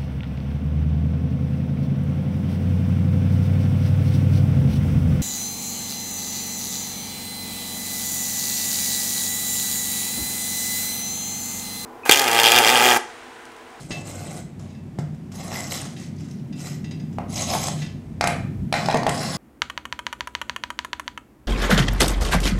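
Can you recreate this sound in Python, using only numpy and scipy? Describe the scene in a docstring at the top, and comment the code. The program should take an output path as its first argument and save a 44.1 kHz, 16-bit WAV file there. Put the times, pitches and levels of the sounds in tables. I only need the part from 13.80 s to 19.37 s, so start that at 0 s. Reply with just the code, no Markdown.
"""A small kitchen: a knife sweeps chopped walnuts across a wooden board and over its edge into a bowl.
The blade rasps as noisy contacts ring crumb and blade resonances; knocks, bumps and faint bowl clinks
are sums of dying modes, some with noise; snaps are short noise bursts and squeals are narrow noise.
Echoes answer the work over a wavering sine hum, a noisy rumble and drone, and faint hiss."""
import sys
import numpy as np
from scipy import signal
from scipy.fft import rfft, irfft, next_fast_len
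from scipy.io import wavfile
from scipy.ndimage import map_coordinates

SR = 44100
rng = np.random.default_rng(int(sys.argv[2]) if len(sys.argv) > 2 else 0)


def dump(signal):
    """Clip the signal to [-1, 1] and save it as 16-bit WAV at the path in sys.argv[1]."""
    limited = np.clip(np.atleast_2d(signal).T, -1, 1)
    pcm = np.round(limited * 32767).astype(np.int16)
    wavfile.write(sys.argv[1], SR, pcm)


N = 245637
TIME = np.arange(N) / SR

# resonances of the blade: [f/Hz, width/Hz, relative level/dB]
BLADE_MODES = [(2030, 135, -0.5), (3340, 150, -6), (4043, 130, 3), (4460, 160, -12), (5150, 160, 0),
               (5630, 150, -7.5), (6470, 130, 2), (7170, 95, -2), (7700, 105, 2.5), (8400, 56, 4),
               (10040, 320, 8.5), (12000, 260, 7.5), (13300, 320, -1.5)]
# colour of the rasp in a long sweep, also of a snapping nut: [f/Hz, relative level/dB]
SWEEP_SPECTRUM = [(760, -5.5), (1300, -0.5), (1640, -12), (1960, -5), (2600, -8.5), (4400, -10),
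                  (5500, -4.5), (6500, -8.5), (7400, -5.5), (10200, -21.5), (12100, -18.5), (15000, -40)]


def from_db(db):
    """Decibels to gain."""
    return 10 ** (np.asarray(db) / 20)


def rms_one(x):
    """Scale to rms 1."""
    return x / np.sqrt(np.mean(x ** 2) + 1e-20)


def attack_one(x):
    """Scale to rms 1 over the first 10 ms."""
    return x / np.sqrt(np.mean(x[:SR // 100] ** 2))


def at_hz(points, hz):
    """Read a table on a log-frequency axis."""
    f, value = np.transpose(points)
    return np.interp(np.log(np.maximum(hz, 1)), np.log(f), value)


def add(out, s, sound):
    """Mix a sound in at time s."""
    at = max(0, round(s * SR))
    out[at:at + len(sound)] += sound[:N - at]


def drift(rate):
    """Smooth random wandering of rms 1 through rate new values a second."""
    knots = rng.standard_normal(4096)
    coarse = map_coordinates(knots, [TIME[::32] * rate], order=3, mode="wrap")
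    return rms_one(coarse).repeat(32)[:N]


def colour(x, spectrum):
    """Causal (minimum-phase) filter that follows a spectrum."""
    size = 2 * next_fast_len(len(x))
    bins_hz = np.arange(size // 2 + 1) * SR / size
    cepstrum = irfft(np.log(from_db(at_hz(spectrum, bins_hz))))
    # folding the cepstrum onto positive time makes the phase minimal
    cepstrum[1:size // 2] *= 2
    cepstrum[size // 2 + 1:] = 0
    return irfft(rfft(x, size) * np.exp(rfft(cepstrum)))[:len(x)]


def resonance(x, hz, width):
    """Two-pole resonance with gain 1 on top; a narrower width (Hz) rings longer."""
    r = np.exp(-np.pi * width / SR)
    zeros = np.array([1, 0, -1]) * (1 - r * r) / 2
    poles = [1, -2 * r * np.cos(2 * np.pi * hz / SR), r * r]
    return signal.lfilter(zeros, poles, x + 1e-18)


def favour(hz, centre_hz, per_octave_db):
    """A contact wakes the modes near its own pitch best; dB."""
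    return -per_octave_db * np.abs(np.log2(np.asarray(hz) / centre_hz))


def struck(modes, vary_db, scatter_rad=0):
    """Modes rung by one blow, each of random strength; scattered phases soften the first peak. Peak 1."""
    t = TIME[:SR // 2]
    y = 0
    for hz, db, t60 in modes:
        fall = from_db(db + vary_db * rng.normal() - 60 * t / t60)
        y = y + fall * np.sin(2 * np.pi * hz * t + scatter_rad * rng.normal())
    y = y * np.minimum(t / .0003, 1)   # 0.3 ms attack
    return y / np.abs(y).max()


def burst(t60):
    """Half a second holding the dying noise of one contact."""
    t = TIME[:SR // 2]
    return rng.standard_normal(len(t)) * from_db(-60 * t / t60)


def room_tone(rumble_db, drone_db, waver_db, waver_rad):
    """A sine hum wavers in level and phase inside a slowly swelling low drone and rumble, under hiss."""
    # noise colours of the room: [f/Hz, relative level/dB]
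    rumble_colour = [(20, -37), (38, -30), (52, -4.5), (62, 4.5), (78, -9.5), (95, 15.5), (112, -4.5),
                     (135, 8.5), (200, -77)]
    drone_colour = [(90, -42), (125, -0.5), (150, 4), (190, 1), (250, -3), (320, -12), (380, -14),
                    (450, -27), (700, -56.5)]
    air_colour = [(30, -33), (300, 5), (700, 2), (1300, -9), (2200, -9.5), (4000, -19), (8000, -21.5),
                  (14300, -34), (15100, -57)]
    # slow swells, before their trims: [t/s, level/dB]
    rumble_swell = [(0.0, -42.5), (2.89, -47), (3.68, -35), (3.79, -41.5), (4.82, -29.5), (4.87, -40),
                    (5.57, -38)]
    drone_swell = [(0.0, -42), (0.15, -40), (3.85, -30.5), (4.37, -37.5), (4.44, -30.5), (5.57, -31)]
    hum_hz, hum_db, air_db = 151.5, -42.5, -52

    def noise(spectrum):
        """Steady coloured noise of rms 1."""
        return rms_one(colour(rng.standard_normal(N), spectrum))

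    rumble = from_db(np.interp(TIME, *np.transpose(rumble_swell)) + rumble_db) * noise(rumble_colour)
    drone = from_db(np.interp(TIME, *np.transpose(drone_swell)) + drone_db) * noise(drone_colour)
    hum_phase = 2 * np.pi * hum_hz * TIME + waver_rad * drift(rate=4.0)
    hum = from_db(hum_db + waver_db * drift(rate=8.1)) * np.sin(hum_phase)
    return rumble + drone + hum + from_db(air_db) * noise(air_colour)


def kitchen(x, first_echo_s):
    """Diffuse echoes from the walls build up after a short gap; each band dies at its own rate."""
    # decay of the room: [f/Hz, t60/s]
    room_decay = [(150, 1), (600, 0.43), (1500, 0.5), (4000, 0.44), (10000, 0.3)]
    t, tail = TIME[:SR * 3 // 4], 0
    edges = np.geomspace(70, 17000, 9)
    for low, high in zip(edges, edges[1:]):
        band_filter = signal.butter(2, [low, high], "band", fs=SR, output="sos")
        band = signal.sosfilt(band_filter, rng.standard_normal(len(t)))
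        tail = tail + band * from_db(-60 * t / at_hz(room_decay, np.sqrt(low * high)))
    tail = tail * np.minimum(t / first_echo_s, 1) ** 4
    return signal.fftconvolve(x, tail / np.sqrt(np.sum(tail ** 2)))[:N]


def bumps(level_db):
    """Soft blows that only wake the table's low modes; the deepest bass is cut away."""
    # dull bumps, before trim and bass cut: [t/s, level/dB]
    bump_times = [(0.106, -29.5), (1.188, -22.5), (5.143, -28)]
    # low modes of the table: [f/Hz, relative level/dB, t60/s]
    table_modes = [(150, -2, 0.086), (185, -10, 0.085), (235, 1.5, 0.06), (336, -5, 0.048)]
    out = np.zeros(N)
    for s, db in bump_times:
        add(out, s, from_db(db + level_db) * struck(table_modes, vary_db=9))
    return signal.sosfilt(signal.butter(2, 100, "high", fs=SR, output="sos"), out)


def clinks(level_db, contact_db, settle_s):
    """Light, rattling touches build up for a moment and ring the bowl, whose close modes beat."""
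    # clinks in the bowl, before the trim: [t/s, level/dB, centre of the ring f/Hz]
    clink_times = [(0.106, -23, 3200), (0.114, -22.5, 3930), (0.123, -26.5, 4900), (0.899, -47.5, 4900),
                   (0.946, -45, 3400), (2.163, -35, 3400), (2.725, -37, 3780), (3.042, -33, 3900),
                   (3.109, -31, 5230), (3.197, -39.5, 4600), (4.017, -26, 2640), (4.06, -33.5, 3601)]
    # modes of the bowl: [f/Hz, relative level/dB, t60/s]
    bowl_modes = [(1730, 0, 0.12), (1975, 4, 0.12), (2640, -1.5, 0.29), (2744, 2.5, 0.16), (3200, -6, 0.11),
                  (3580, -1.5, 0.16), (3860, -0.5, 0.093), (4900, 1, 0.22), (5070, -5, 0.2),
                  (5750, -4, 0.14), (6505, 0, 0.15)]
    # colour of the touch itself: [f/Hz, relative level/dB]
    rattle_colour = [(300, 7), (1400, -1.5), (2300, 4.5), (5500, 0.5), (9000, -9), (14000, -41)]
    out = np.zeros(N)
    settle = np.minimum(TIME[:SR // 2] / settle_s, 1)
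    for s, db, centre_hz in clink_times:
        modes = [(hz, level + favour(hz, centre_hz, per_octave_db=4.5), t60)
                 for hz, level, t60 in bowl_modes]
        rattle = from_db(contact_db) * attack_one(colour(burst(t60=0.1), rattle_colour))
        ring = struck(modes, vary_db=3.0, scatter_rad=1.86)
        add(out, s, from_db(db + level_db) * settle * (ring + rattle))
    return out


def snaps(level_db):
    """Dry noise ticks of single nut pieces that snap under the blade or tumble off the edge."""
    # loudest snaps, before the trim: [t/s, rms level of the first 10 ms/dB]
    snap_times = [(0.795, -33), (1.188, -26), (1.345, -42), (1.518, -31), (1.726, -18), (1.954, -21),
                  (2.053, -24), (2.212, -32), (2.406, -33), (2.455, -38), (2.485, -35), (2.869, -23.5),
                  (3.328, -37)]
    out = np.zeros(N)
    for s, db in snap_times:
        add(out, s, from_db(db + level_db) * attack_one(colour(burst(t60=0.075), SWEEP_SPECTRUM)))
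    return out


def squeals(fade_s):
    """Friction feeds one mode of the sliding blade for a moment: noise through a narrow resonance, twice."""
    # brief singing of the blade: [start t/s, end t/s, f/Hz, rms level/dB]
    squeal_times = [(3.59, 3.65, 6545, -39), (3.86, 3.884, 8446, -38), (5.295, 5.33, 8446, -43)]
    width_hz = 250   # of each resonance
    out = np.zeros(N)
    for start, end, hz, db in squeal_times:
        touch = np.clip(np.minimum(TIME - start, end - TIME) / fade_s + .5, 0, 1)
        once = resonance(rng.standard_normal(N), hz, width_hz)
        tone = resonance(once, hz, width_hz)
        out += touch * from_db(db) * rms_one(tone)
    return out


def blade_tick(centre_hz, ring_db):
    """A short bright contact and the blade's ring, both strongest near one pitch before a shared colour."""
    # colour of the whole tick: [f/Hz, relative level/dB]
    tick_colour = [(1800, 4.5), (3500, 2.5), (10000, -7.5), (15500, -25)]
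    octaves_hz = centre_hz * 2. ** np.arange(-2, 3)
    contact_colour = [(hz, favour(hz, centre_hz, per_octave_db=2.0)) for hz in octaves_hz]
    contact = colour(burst(t60=0.028), contact_colour)
    ring = 0
    for hz, width, db in BLADE_MODES:
        gain = from_db(ring_db + db + favour(hz, centre_hz, per_octave_db=49))
        ring = ring + gain * resonance(contact, hz, width)
    return attack_one(colour(contact + ring, tick_colour))


def knocks(thud_db, board_db, crack_db, tick_db):
    """The blade lands: contact thuds and cracks, board and blade ring. Gives (board, contact, blade)."""
    # blade on board, levels before their trims: [t/s, thud level/dB, board ring level/dB,
    # board ring centre f/Hz, crack level/dB, blade tick level/dB, blade tick centre f/Hz]
    knock_times = [(1.187, -26, -32, 450, -30, -50, 1500), (1.718, -24, -30, 612, -31, -54, 5600),
                   (3.385, -14, -23, 753.8, -28, -43, 1800), (3.737, -22, -20, 760, -18, -28, 6300),
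                   (3.752, -24, -11, 710, -38, -47, 6350), (3.884, -22, -20.5, 800, -33, -29, 7900),
                   (4.41, -10.5, -12, 776, -7, -22.5, 4695), (4.44, -7, -25, 745, -9.5, -25.5, 6550),
                   (4.473, -9, -20, 748, -10.5, -21.5, 8700), (4.926, -8.5, -17, 870, -9.5, -23, 4300),
                   (4.94, -16, -12, 850, -10, -26, 4450), (5.059, -24, -36, 750, -30, -29.5, 4900),
                   (5.086, -7, -6, 820, -13, -32.5, 4460), (5.101, -26, -32, 900, -23, -30.5, 4140),
                   (5.111, -18, -29, 600, -20, -28.5, 4600), (5.126, -21, -24, 800, -25, -35.5, 4650),
                   (5.144, -5, -4, 545, -12, -29.5, 7060), (5.158, -24, -26, 650, -27, -42, 5000),
                   (5.171, -18, -20, 443, -30, -31.5, 6450), (5.232, -14, -20, 800, -32, -33, 4900),
                   (5.266, -4, -10, 660, -16, -24, 3000), (5.293, -30, -21, 600, -24, -25, 8050)]
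    # lasting board modes, damped thud at the contact, short-lived upper modes woken by a sharp
    # contact: [f/Hz, relative level/dB, t60/s]
    board_modes = [(377, -10, 0.046), (460, -4.5, 0.12), (655, -5.5, 0.19), (699, 2, 0.13), (800, 6, 0.052),
                   (877, -3, 0.073), (995, -19, 0.12)]
    thud_modes = [(690, 4, 0.019), (800, 1, 0.022), (970, -1, 0.018)]
    crack_modes = [(1160, -1.5, 0.026), (1325, 1.5, 0.013), (1530, 2.5, 0.0097), (1800, 1.5, 0.016),
                   (2124, 0, 0.015), (2410, 1, 0.013)]
    soft_db_per_octave = 51   # a soft contact hardly wakes the modes above its own pitch
    board, contact, blade = np.zeros((3, N))
    for s, thud, ring, board_hz, crack, tick, blade_hz in knock_times:
        low_modes = [(hz, db + favour(hz, board_hz, per_octave_db=24.0), t60)
                     for hz, db, t60 in board_modes]
        high_modes = [(hz, db - soft_db_per_octave * max(0, np.log2(hz / blade_hz)), t60)
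                      for hz, db, t60 in crack_modes]
        add(board, s, from_db(ring + board_db) * struck(low_modes, vary_db=8.5))
        add(contact, s, from_db(thud + thud_db) * struck(thud_modes, vary_db=3.5))
        add(contact, s, from_db(crack + crack_db) * struck(high_modes, vary_db=2.5, scatter_rad=1.9))
        add(blade, s, from_db(tick + tick_db) * blade_tick(blade_hz, ring_db=11.5))
    return board, contact, blade


def grains(per_s, spread_db):
    """Tiny contacts at random times, of random sign and exponentially scattered dB size; rms 1."""
    sizes = from_db(spread_db * np.minimum(rng.exponential(1, N), 4)) * rng.choice([-1, 1], N)
    return rms_one(sizes * (rng.random(N) < per_s / SR))


def crumbs(contacts, cycles, shift_db, count=20):
    """Each contact rings one crumb size for a few cycles; sizes crunch in clusters, so the pitch hops."""
    dealt = rng.integers(0, count, N)
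    out = 0
    for k, hz in enumerate(np.geomspace(1500, 14000, count)):
        ring = resonance(contacts * (dealt == k), hz, hz / cycles)
        out = out + ring * from_db(shift_db * drift(rate=70))
    return rms_one(out)


def pressure(kind):
    """Strokes set in, swell to the hardest press (or dip, if negative), lift off. Gives (rasp, board) gains."""
    # strokes of the blade, levels before their trims: [start t/s, hardest press t/s, end t/s,
    # rasp level/dB, board drone level/dB, swell level/dB, kind]
    stroke_times = [(-0.02, 0.0, 0.082, -39.5, -48.5, 11, "nudge"),
                    (0.097, 0.167, 0.22, -45.5, -41.5, -6.5, "nudge"),
                    (0.253, 0.308, 0.32, -34, -38, 2.5, "nudge"),
                    (0.325, 0.453, 0.61, -39.5, -40, -0.5, "nudge"),
                    (0.79, 0.812, 0.94, -54.5, -56, 5, "brush"),
                    (1.527, 1.638, 1.767, -39.5, -36.5, 6, "sweep"),
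                    (1.727, 1.78, 1.882, -34, -34, 3, "sweep"),
                    (1.89, 1.923, 2.01, -32.5, -37.5, 6.5, "sweep"),
                    (1.976, 2.006, 2.23, -43, -47, 8, "spill"), (2.209, 2.217, 2.3, -46, -65, 7, "spill"),
                    (2.34, 2.465, 2.61, -50.5, -64, 9, "spill"),
                    (2.765, 2.85, 2.96, -40.5, -45, 5.5, "sweep"),
                    (3.493, 3.54, 4.03, -32.5, -39.5, 13, "shove"),
                    (3.545, 3.627, 3.65, -30, -32, 8, "shove"), (3.671, 3.735, 3.79, -29, -24, 5, "shove"),
                    (3.794, 3.857, 3.885, -28.5, -30.5, 2.5, "shove"),
                    (3.96, 4.04, 4.06, -42.5, -62.5, 3, "brush"), (4.94, 4.93, 5.09, -27, -25.5, 8, "skid"),
                    (5.1, 5.157, 5.18, -39, -36, 9, "skid"), (5.29, 5.452, 5.74, -32, -28.5, 6.5, "gather")]
    attack_s, release_s = 0.03, 0.016
    board_swell_db = 3.5   # the board answers to pressure more than the crumbs do
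    surge_db, surges_per_s = 0.32, 24   # the heap gives way unevenly
    rasp, board = np.zeros((2, N))
    for start, hardest, end, rasp_db, board_db, swell_db, row_kind in stroke_times:
        if row_kind != kind:
            continue
        set_in = np.clip((TIME - start) / attack_s + .5, 0, 1)
        lift_off = np.clip((end - TIME) / release_s + .5, 0, 1)
        touch = set_in * lift_off
        ease = np.interp(TIME, [start, hardest, end], [1, 0, 1])
        rasp += touch * from_db(rasp_db - swell_db * ease)
        board += touch * from_db(board_db - (swell_db + board_swell_db) * ease)
    return np.array([rasp, board]) * from_db(surge_db * drift(rate=surges_per_s))


def stroke(kind, spectrum, rasp_db, board_db, per_s, spread_db, catch_db, ring_db, dull_db=0):
    """Crumbs catch and slip under the edge; the same contacts drive the blade and the board."""
    # the board under a dragging blade: [f/Hz, relative level/dB]
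    rub_colour = [(70, -44.5), (230, -16.5), (350, -9.5), (440, -11), (550, -3), (660, 0.5), (790, 2),
                  (920, -9), (1100, -3.5), (1400, -23.5), (1900, -28), (3000, -57)]
    contacts = grains(per_s, spread_db) * from_db(catch_db * drift(rate=80))
    # the blade's resonances come and go as the point of contact wanders
    steel = rms_one(sum(from_db(db + 3.5 * drift(rate=28)) * resonance(contacts, hz, width)
                        for hz, width, db in BLADE_MODES))
    crunch = crumbs(contacts, cycles=12.0, shift_db=4.0)
    rasp = rms_one(colour(crunch + from_db(ring_db) * steel, spectrum))
    # a light touch is duller on the wood: dull_db per octave
    wood_colour = [(hz, db - dull_db * np.log2(hz)) for hz, db in rub_colour]
    wood = rms_one(colour(contacts, wood_colour))
    rasp_gain, board_gain = pressure(kind)
    return rasp * rasp_gain * from_db(rasp_db) + wood * board_gain * from_db(board_db)


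def scraping():
    """Light tip strokes, faint brushes, long sweeps, spilling pieces, hard shoves, skids and a gathering."""
    # colour of the rasp in each kind of stroke: [f/Hz, relative level/dB]
    nudge_colour = [(760, 10.5), (1300, 3), (1820, -11.5), (2020, -3), (3890, -11), (8370, -3.5),
                    (11000, -23.5), (12200, -18), (15000, -35)]
    brush_colour = [(760, -2), (2000, 0), (3500, -3), (6500, -0.5), (9000, -8), (12000, -15.5),
                    (15000, -40)]
    shove_colour = [(760, -47), (1300, 7), (1450, -15.5), (2310, -3), (4400, -2.5), (5970, -0.5), (6550, 0),
                    (8300, -5), (10000, -14), (12200, -16.5), (15000, -37)]
    skid_colour = [(760, -21), (1300, -6), (3300, -14), (4150, -8), (7870, -17), (11100, -33), (14100, -30),
                   (15000, -70)]
    gather_colour = [(760, -16), (1300, 1.5), (3580, -5.5), (5170, 4), (6100, -8), (6620, -2),
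                     (9960, -14.5), (14300, -26), (15000, -40)]
    nudge = stroke("nudge", nudge_colour, rasp_db=-4.5, board_db=-0.5, per_s=2800, spread_db=1.5,
                   catch_db=1.5, ring_db=0.0, dull_db=9.5)
    brush = stroke("brush", brush_colour, rasp_db=-3.5, board_db=3.5, per_s=2400, spread_db=0.5,
                   catch_db=1.0, ring_db=-7, dull_db=5.5)
    sweep = stroke("sweep", SWEEP_SPECTRUM, rasp_db=-1.0, board_db=-2.5, per_s=2000, spread_db=1.7,
                   catch_db=2.0, ring_db=2.5, dull_db=4.5)
    spill = stroke("spill", brush_colour, rasp_db=-2.5, board_db=-0.5, per_s=2100, spread_db=1.0,
                   catch_db=3.5, ring_db=-6)
    shove = stroke("shove", shove_colour, rasp_db=-3.5, board_db=-4.0, per_s=2100, spread_db=1.5,
                   catch_db=1.5, ring_db=1.5)
    skid = stroke("skid", skid_colour, rasp_db=-6.5, board_db=-4.0, per_s=4400, spread_db=-0.5,
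                  catch_db=0.5, ring_db=-1.0)
    gather = stroke("gather", gather_colour, rasp_db=-0.5, board_db=-4.5, per_s=4500, spread_db=1,
                    catch_db=2.0, ring_db=1.0)
    return nudge + brush + sweep + spill + shove + skid + gather


def scene():
    """The work on the board, its echo in the kitchen and the room tone."""
    room = room_tone(rumble_db=1.5, drone_db=0.5, waver_db=6.5, waver_rad=0.74)
    rubbed = scraping() + snaps(level_db=-17.0) + squeals(fade_s=0.01)
    board, contact, blade = knocks(thud_db=-2.5, board_db=-1.0, crack_db=-2.0, tick_db=-1.0)
    wood = board + bumps(level_db=10.5)
    bright = blade + clinks(level_db=-2.0, contact_db=-9.5, settle_s=0.0034)
    # each group reaches the walls at its own level
    to_walls = (from_db(-6.0) * rubbed + from_db(-11) * wood
                + from_db(-2.0) * contact + from_db(-6.5) * bright)
    echo = kitchen(to_walls, first_echo_s=0.012)
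    return (rubbed + wood + contact + bright + echo + room)[None]


def record(dry):
    """The hardest knocks overload and are rounded off; the top is cut."""
    ceiling, cutoff_hz = .43, 15600
    held = dry / (1 + (dry / ceiling) ** 6) ** (1 / 6)
    return signal.sosfilt(signal.ellip(10, .2, 80, cutoff_hz, fs=SR, output="sos"), held)


dry = scene()
out = record(dry)
dump(out)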